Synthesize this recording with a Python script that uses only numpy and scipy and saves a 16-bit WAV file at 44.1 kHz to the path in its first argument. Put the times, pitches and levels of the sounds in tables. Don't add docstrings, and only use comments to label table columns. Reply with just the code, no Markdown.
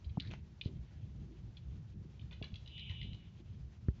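import sys
import numpy as np
from scipy import signal
from scipy.fft import rfft, irfft
from scipy.io import wavfile
from scipy.ndimage import uniform_filter1d

SR = 44100
rng = np.random.default_rng(int(sys.argv[2]) if len(sys.argv) > 2 else 0)


def persist_wave(psi):
    counts = np.round(np.clip(psi, -1, 1) * 32767).astype(np.int16)
    wavfile.write(sys.argv[1], SR, np.atleast_2d(counts).T)


N = 176400
T = np.arange(N) / SR
AGE = T[:N // 16]
HZ = np.fft.rfftfreq(N, 1 / SR) + 0.0015

# t/s, first snap/dB, second snap/dB, rustle/dB, f/Hz, ledge echo delay/s
WING_BEATS = [(2.1944, -56, -61.5, -75, 3120, .00164), (2.3100, -54.5, -53.5, -61, 3170, 0.002),
              (2.4250, -41, -48.5, -58.5, 3200, .00175), (2.5403, -50.5, -50, -74, 3780, .0015),
              (2.6597, -55.5, -52, -73, 3560, .00102), (2.779, -45, -49, -78, 3000, .00102),
              (2.8953, -42.5, -50.5, -60, 2670, 0.001016), (3.0139, -41.5, -47.5, -79, 2770, .00101),
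              (3.1308, -50.5, -58, -89, 3200, .001)]
# f/Hz, level/dB
FEATHER_SPECTRUM = [(1100, -29), (1700, -10), (2200, -0.5), (3200, 2.5), (4500, -8.5), (5400, -12.5),
                    (6500, -11), (7500, -35.5)]
# t/s, level/dB
WHIRR_LEVEL = [(2.62, -87.5), (2.70, -66), (2.76, -55.5), (2.82, -53.5), (2.92, -56), (3.03, -56.5),
               (3.19, -72.5), (3.27, -75), (3.35, -97)]
# f/Hz, width/Hz, level/dB
QUILL_RESONANCES = [(2320, 29, -9), (2560, 24, -8.5), (2700, 28, -8), (2945, 26, 3.5), (3170, 26, -1.5),
                    (3540, 22, -5), (3890, 110, -11)]
# t/s, f/Hz
SWISH_CENTRE = [(2.6, 3468), (2.88, 2860), (3.1, 3440)]
# t/s, level/dB, f/Hz, decay/s, ledge echo delay/s
CLAW_TICKS = [(0.0447, -61, 4100, 0.009, .00125), (0.094, -63.5, 3000, 0.0074, .00125),
              (0.1994, -33.5, 3400, .001, 0.0031), (0.2038, -38, 3900, 0.0013, .0022),
              (0.221, -50, 4300, 0.0018, 0.0009), (0.273, -51.5, 4400, 0.0024, 0.00075),
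              (0.6122, -37, 2850, 0.003, 0.001663), (0.653, -55, 3500, .005, .001),
              (0.671, -57.5, 3600, 0.0018, .001), (1.5697, -58, 3400, 0.012, .0012)]
# f/Hz, level/dB
CLAW_SPECTRUM = [(1500, -11), (2250, 0), (4600, -0.5), (5600, -16)]
# f/Hz, width/Hz, level/dB
RESONANCES = [(1720, 100, 4), (2070, 360, -3.5), (2993, 57, 6), (3400, 61, 2), (4030, 550, 5),
              (4350, 48, 3)]
# t/s, length/s, level/dB, f/Hz, width/octaves
SCRAPE_STROKES = [(0.202, 0.111, -66, 4370, 0.23), (0.183, 0.14, -66, 1400, 0.41),
                  (0.299, 0.027, -63.5, 2280, 0.76), (0.616, 0.081, -65, 3970, 0.46),
                  (.82, 0.19, -80.5, 1500, 0.29), (3.17, 0.14, -75, 2030, 0.48),
                  (3.36, .06, -75, 4150, 0.9)]
# f/Hz, level/dB
FRICTION_SPECTRUM = [(200, 3.5), (600, 2.5), (1200, -1.5), (2400, 5.5), (4100, -5.5), (5200, -14),
                     (6500, -11.5), (7500, -34.5)]
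# t/s, level/dB
GRIT_CRACKS = [(0.3117, -47.5), (0.3129, -50.5), (0.3188, -49.5), (0.332, -55), (0.337, -46.5)]
# t/s, level/dB, rise/s, decay/s
SOFT_SCUFFS = [(0.261, -60, .02, 0.08), (.67, -50.5, 0.0056, 0.046), (1.25, -60, 0.062, 0.069),
               (1.999, -62.5, 0.061, 0.031), (3.39, -58, 0.011, 0.029)]
# f/Hz, level/dB
SCUFF_SPECTRUM = [(80, -18), (190, 0), (350, 4.5), (500, -18), (800, -24), (3000, -50.5)]
# t/s, level/dB, start f/Hz, end f/Hz, rise/s, decay/s
DULL_BUMPS = [(0.062, -36.5, 95, 70, 0.012, 0.028), (0.106, -36.5, 89, 91, 0.0069, 0.014),
              (0.173, -24, 152, 147, 0.0078, 0.0017), (0.659, -25.5, 166, 76.6, 0.0018, 0.0065),
              (2.415, -35, 260, 69, 0.0013, 0.013), (2.53, -33, 98, 89.6, 0.0053, 0.0082),
              (2.618, -38, 100.6, 98.5, 0.011, 0.0086), (2.898, -32, 111, 91, 0.0072, 0.016),
              (3.885, -20, 187, 56, 0.0018, 0.012)]
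# t/s, level/dB, f/Hz, decay/s
SMALL_KNOCKS = [(0.1722, -36, 787, 0.0014), (.177, -42.5, 275, 0.016), (1.5692, -53, 3410, .006),
                (2.4154, -47.5, 632, 0.0028), (2.417, -46.5, 403, 0.0073), (3.8847, -51.5, 1364, 0.0015),
                (3.885, -53.5, 1790, 0.0022), (3.886, -48, 388, 0.012)]
# f/Hz, level/dB
OUTDOOR_SPECTRUM = [(20, -32), (39, -13), (54, 2), (118, 0), (218, -11.5), (269, -23.5), (333, -22),
                    (497, -32), (1130, -39.5), (3950, -45), (6330, -48.5), (7830, -57), (10200, -100)]
# t/s, level/dB
RUMBLE_LEVEL = [(0, -6), (.26, 4), (.58, -2), (.75, 1.5), (1.7, -0.5), (2.28, -1), (2.95, 3.5), (3.33, -1),
                (4, 0)]

TICK_RISE_S = 0.00044


def wings():
    first_gap_s, gap_shrink_s, octaves = 0.017, 0.0004, 0.43
    snap = strike(rise=0.0021, decay=0.0021)
    brush = snap + amp(-11) * strike(rise=0.0021, decay=0.042)
    snaps, rubs = np.zeros(N), np.zeros(N)
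    for k, (s, first_db, second_db, rustle_db, hz, delay) in enumerate(WING_BEATS):
        first = snap * ringing_noise(hz, octaves, FEATHER_SPECTRUM)
        second = brush * ringing_noise(hz * 1.11, octaves, FEATHER_SPECTRUM)
        add(snaps, s, amp(first_db) * ledge(first, delay))
        add(snaps, s + first_gap_s - k * gap_shrink_s, amp(second_db) * ledge(second, delay))
        rub = unit(noise(colour(FRICTION_SPECTRUM)) * grain())[:len(AGE)]
        add(rubs, s, amp(rustle_db) * ledge(strike(rise=0.012, decay=0.037) * rub, delay))
    return soften(snaps) + rubs


def whirr():
    drift, swish_half_width_hz = 0.004, 670
    tones = np.zeros(N)
    for hz, width, db in QUILL_RESONANCES:
        carrier = np.exp(1j * phase(hz * (1 + drift * wander(8.5))))
        flutter = wander(width) + 1j * wander(width)
        flutter /= np.sqrt(abs(flutter) + 1e-9)
        tones += amp(db) * (flutter * carrier).real
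    offset = HZ / swish_half_width_hz
    band = 1 / (1 + offset ** 8) + amp(-32.5) / (1 + offset ** 2)
    centre = phase(curve(SWISH_CENTRE))
    swish = noise(band) * np.cos(centre) + noise(band) * np.sin(centre)
    swish = unit(swish * amp(1.5 * wander(150)))
    return unit(unit(tones) + amp(-5) * swish) * amp(curve(WHIRR_LEVEL, outside=-120))


def claws():
    ticks = np.zeros(N)
    tail = amp(-28) * strike(TICK_RISE_S, decay=0.0081)
    for s, db, hz, decay, delay in CLAW_TICKS:
        envelope = strike(TICK_RISE_S, decay) + tail
        tick = envelope * ringing_noise(hz, octaves=0.45, spectrum=CLAW_SPECTRUM)
        add(ticks, s, amp(db) * ledge(tick, delay))
    return soften(ticks)


def scrapes():
    drag = np.zeros(N)
    for s, length, db, hz, octaves in SCRAPE_STROKES:
        stroke = signal.windows.tukey(int(length * SR), 0.5)
        add(drag, s, amp(db) * stroke * ringing_noise(hz, octaves, FEATHER_SPECTRUM)[:len(stroke)])
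    return drag * unit(grain())


def grit():
    burst = strike(TICK_RISE_S, decay=0.00093) + amp(-19) * strike(TICK_RISE_S, decay=0.026)
    envelope = np.zeros(N)
    for s, db in GRIT_CRACKS:
        add(envelope, s, amp(db) * burst)
    return envelope * noise(colour(FRICTION_SPECTRUM))


def stirring():
    level_db, swing_db = -83.5, 12
    return amp(level_db) * unit(noise(colour(FEATHER_SPECTRUM)) * amp(swing_db * np.tanh(wander(19))))


def ledge(x, delay):
    gains = amp([0, -5, -10])
    paths = [gain * np.interp(AGE - k * delay, AGE, x, left=0) for k, gain in enumerate(gains)]
    return sum(paths) / np.linalg.norm(gains)


def rooftop(x):
    wall_s, t60_s, echoes_per_s = 0.0048, 0.13, 1200
    taps = rng.standard_normal(len(AGE)) * (rng.random(len(AGE)) < echoes_per_s / SR)
    taps *= (AGE > wall_s) * amp(-60 * AGE / t60_s)
    tail = signal.fftconvolve(x, taps / np.linalg.norm(taps))[:N]
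    near_wall = np.interp(T - wall_s, T, x, left=0)
    return x + amp(-14.5) * (near_wall + tail)


def scuffs():
    envelope = np.zeros(N)
    for s, db, rise, decay in SOFT_SCUFFS:
        add(envelope, s, amp(db) * strike(rise, decay))
    return envelope * noise(colour(SCUFF_SPECTRUM))


def bumps():
    glide_s, knock_rise_s = 0.0042, 0.0014
    out = np.zeros(N)
    for s, db, start_hz, end_hz, rise, decay in DULL_BUMPS:
        hz = end_hz + (start_hz - end_hz) * np.exp(-AGE / glide_s)
        add(out, s, amp(db) * strike(rise, decay) * np.sin(phase(hz)))
    for s, db, hz, decay in SMALL_KNOCKS:
        add(out, s, amp(db) * strike(knock_rise_s, decay) * np.sin(2 * np.pi * hz * AGE))
    return out


def outdoors():
    level_db, split_hz, rumble_swing_db, hiss_swing_db = -49.5, 460, 3, 1.38
    bed = noise(colour(OUTDOOR_SPECTRUM))
    rumble = irfft(rfft(bed) / (1 + (HZ / split_hz) ** 4), N)
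    hiss = bed - rumble
    power = uniform_filter1d(uniform_filter1d(unit(rumble) ** 2, size=1500), size=1000)
    swell = amp(curve(RUMBLE_LEVEL) + rumble_swing_db * wander(5.6))
    swell /= power ** 0.025
    return amp(level_db) * unit(rumble * swell + hiss * amp(hiss_swing_db * wander(16)))


def ringing_noise(hz, octaves, spectrum):
    rings = amp(7.5) + sum(amp(db) / (1 + ((HZ - f) / width) ** 2) for f, width, db in RESONANCES)
    band = np.exp(-0.5 * (np.log2(HZ / hz) / octaves) ** 2)
    gain = colour(spectrum) * rings * band + amp(-15) * colour(FRICTION_SPECTRUM)
    analytic = signal.hilbert(noise(gain)[:len(AGE)])
    power = uniform_filter1d(abs(analytic) ** 2, size=60)
    return unit(analytic.real / np.sqrt(power + 1e-9))


def soften(x, low_hz=1820, high_hz=4950):
    shelf = amp(-3.5 / (1 + (high_hz / HZ) ** 16))
    bass_cut = 1 / (1 + (low_hz / HZ) ** 12)
    return irfft(rfft(x) * shelf * bass_cut, N)


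def grain(depth_db=3.5, rate_hz=440):
    return amp(depth_db * wander(rate_hz))


def strike(rise, decay):
    return np.sin(np.pi / 2 * np.minimum(AGE / rise, 1)) * np.exp(-np.maximum(AGE - rise, 0) / decay)


def wander(rate_hz):
    return noise(np.exp(-(HZ / rate_hz) ** 2))


def noise(gain):
    return unit(irfft(rfft(rng.standard_normal(N)) * gain, N))


def colour(points):
    f, db = np.transpose(points)
    return amp(np.interp(np.log(HZ), np.log(f), db))


def curve(points, outside=None):
    return np.interp(T, *np.transpose(points), left=outside, right=outside)


def phase(hz):
    return 2 * np.pi * np.cumsum(hz) / SR


def amp(db):
    return 10 ** (np.asarray(db) / 20)


def unit(x):
    return x / np.sqrt(np.mean(x ** 2) + 1e-20)


def add(mix, s, sound):
    part = mix[max(round(s * SR), 0):][:len(sound)]
    part += sound[:len(part)]


def scene():
    birds = claws() + scrapes() + grit() + wings() + whirr() + stirring()
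    return (rooftop(birds) + scuffs() + bumps() + outdoors())[None]


def record(dry):
    cutoff_hz = 7600
    lowpass = signal.firwin(255, cutoff_hz, window=("kaiser", 8), fs=SR)
    return signal.oaconvolve(dry, lowpass[None], "same")


dry = scene()
out = record(dry)
persist_wave(out)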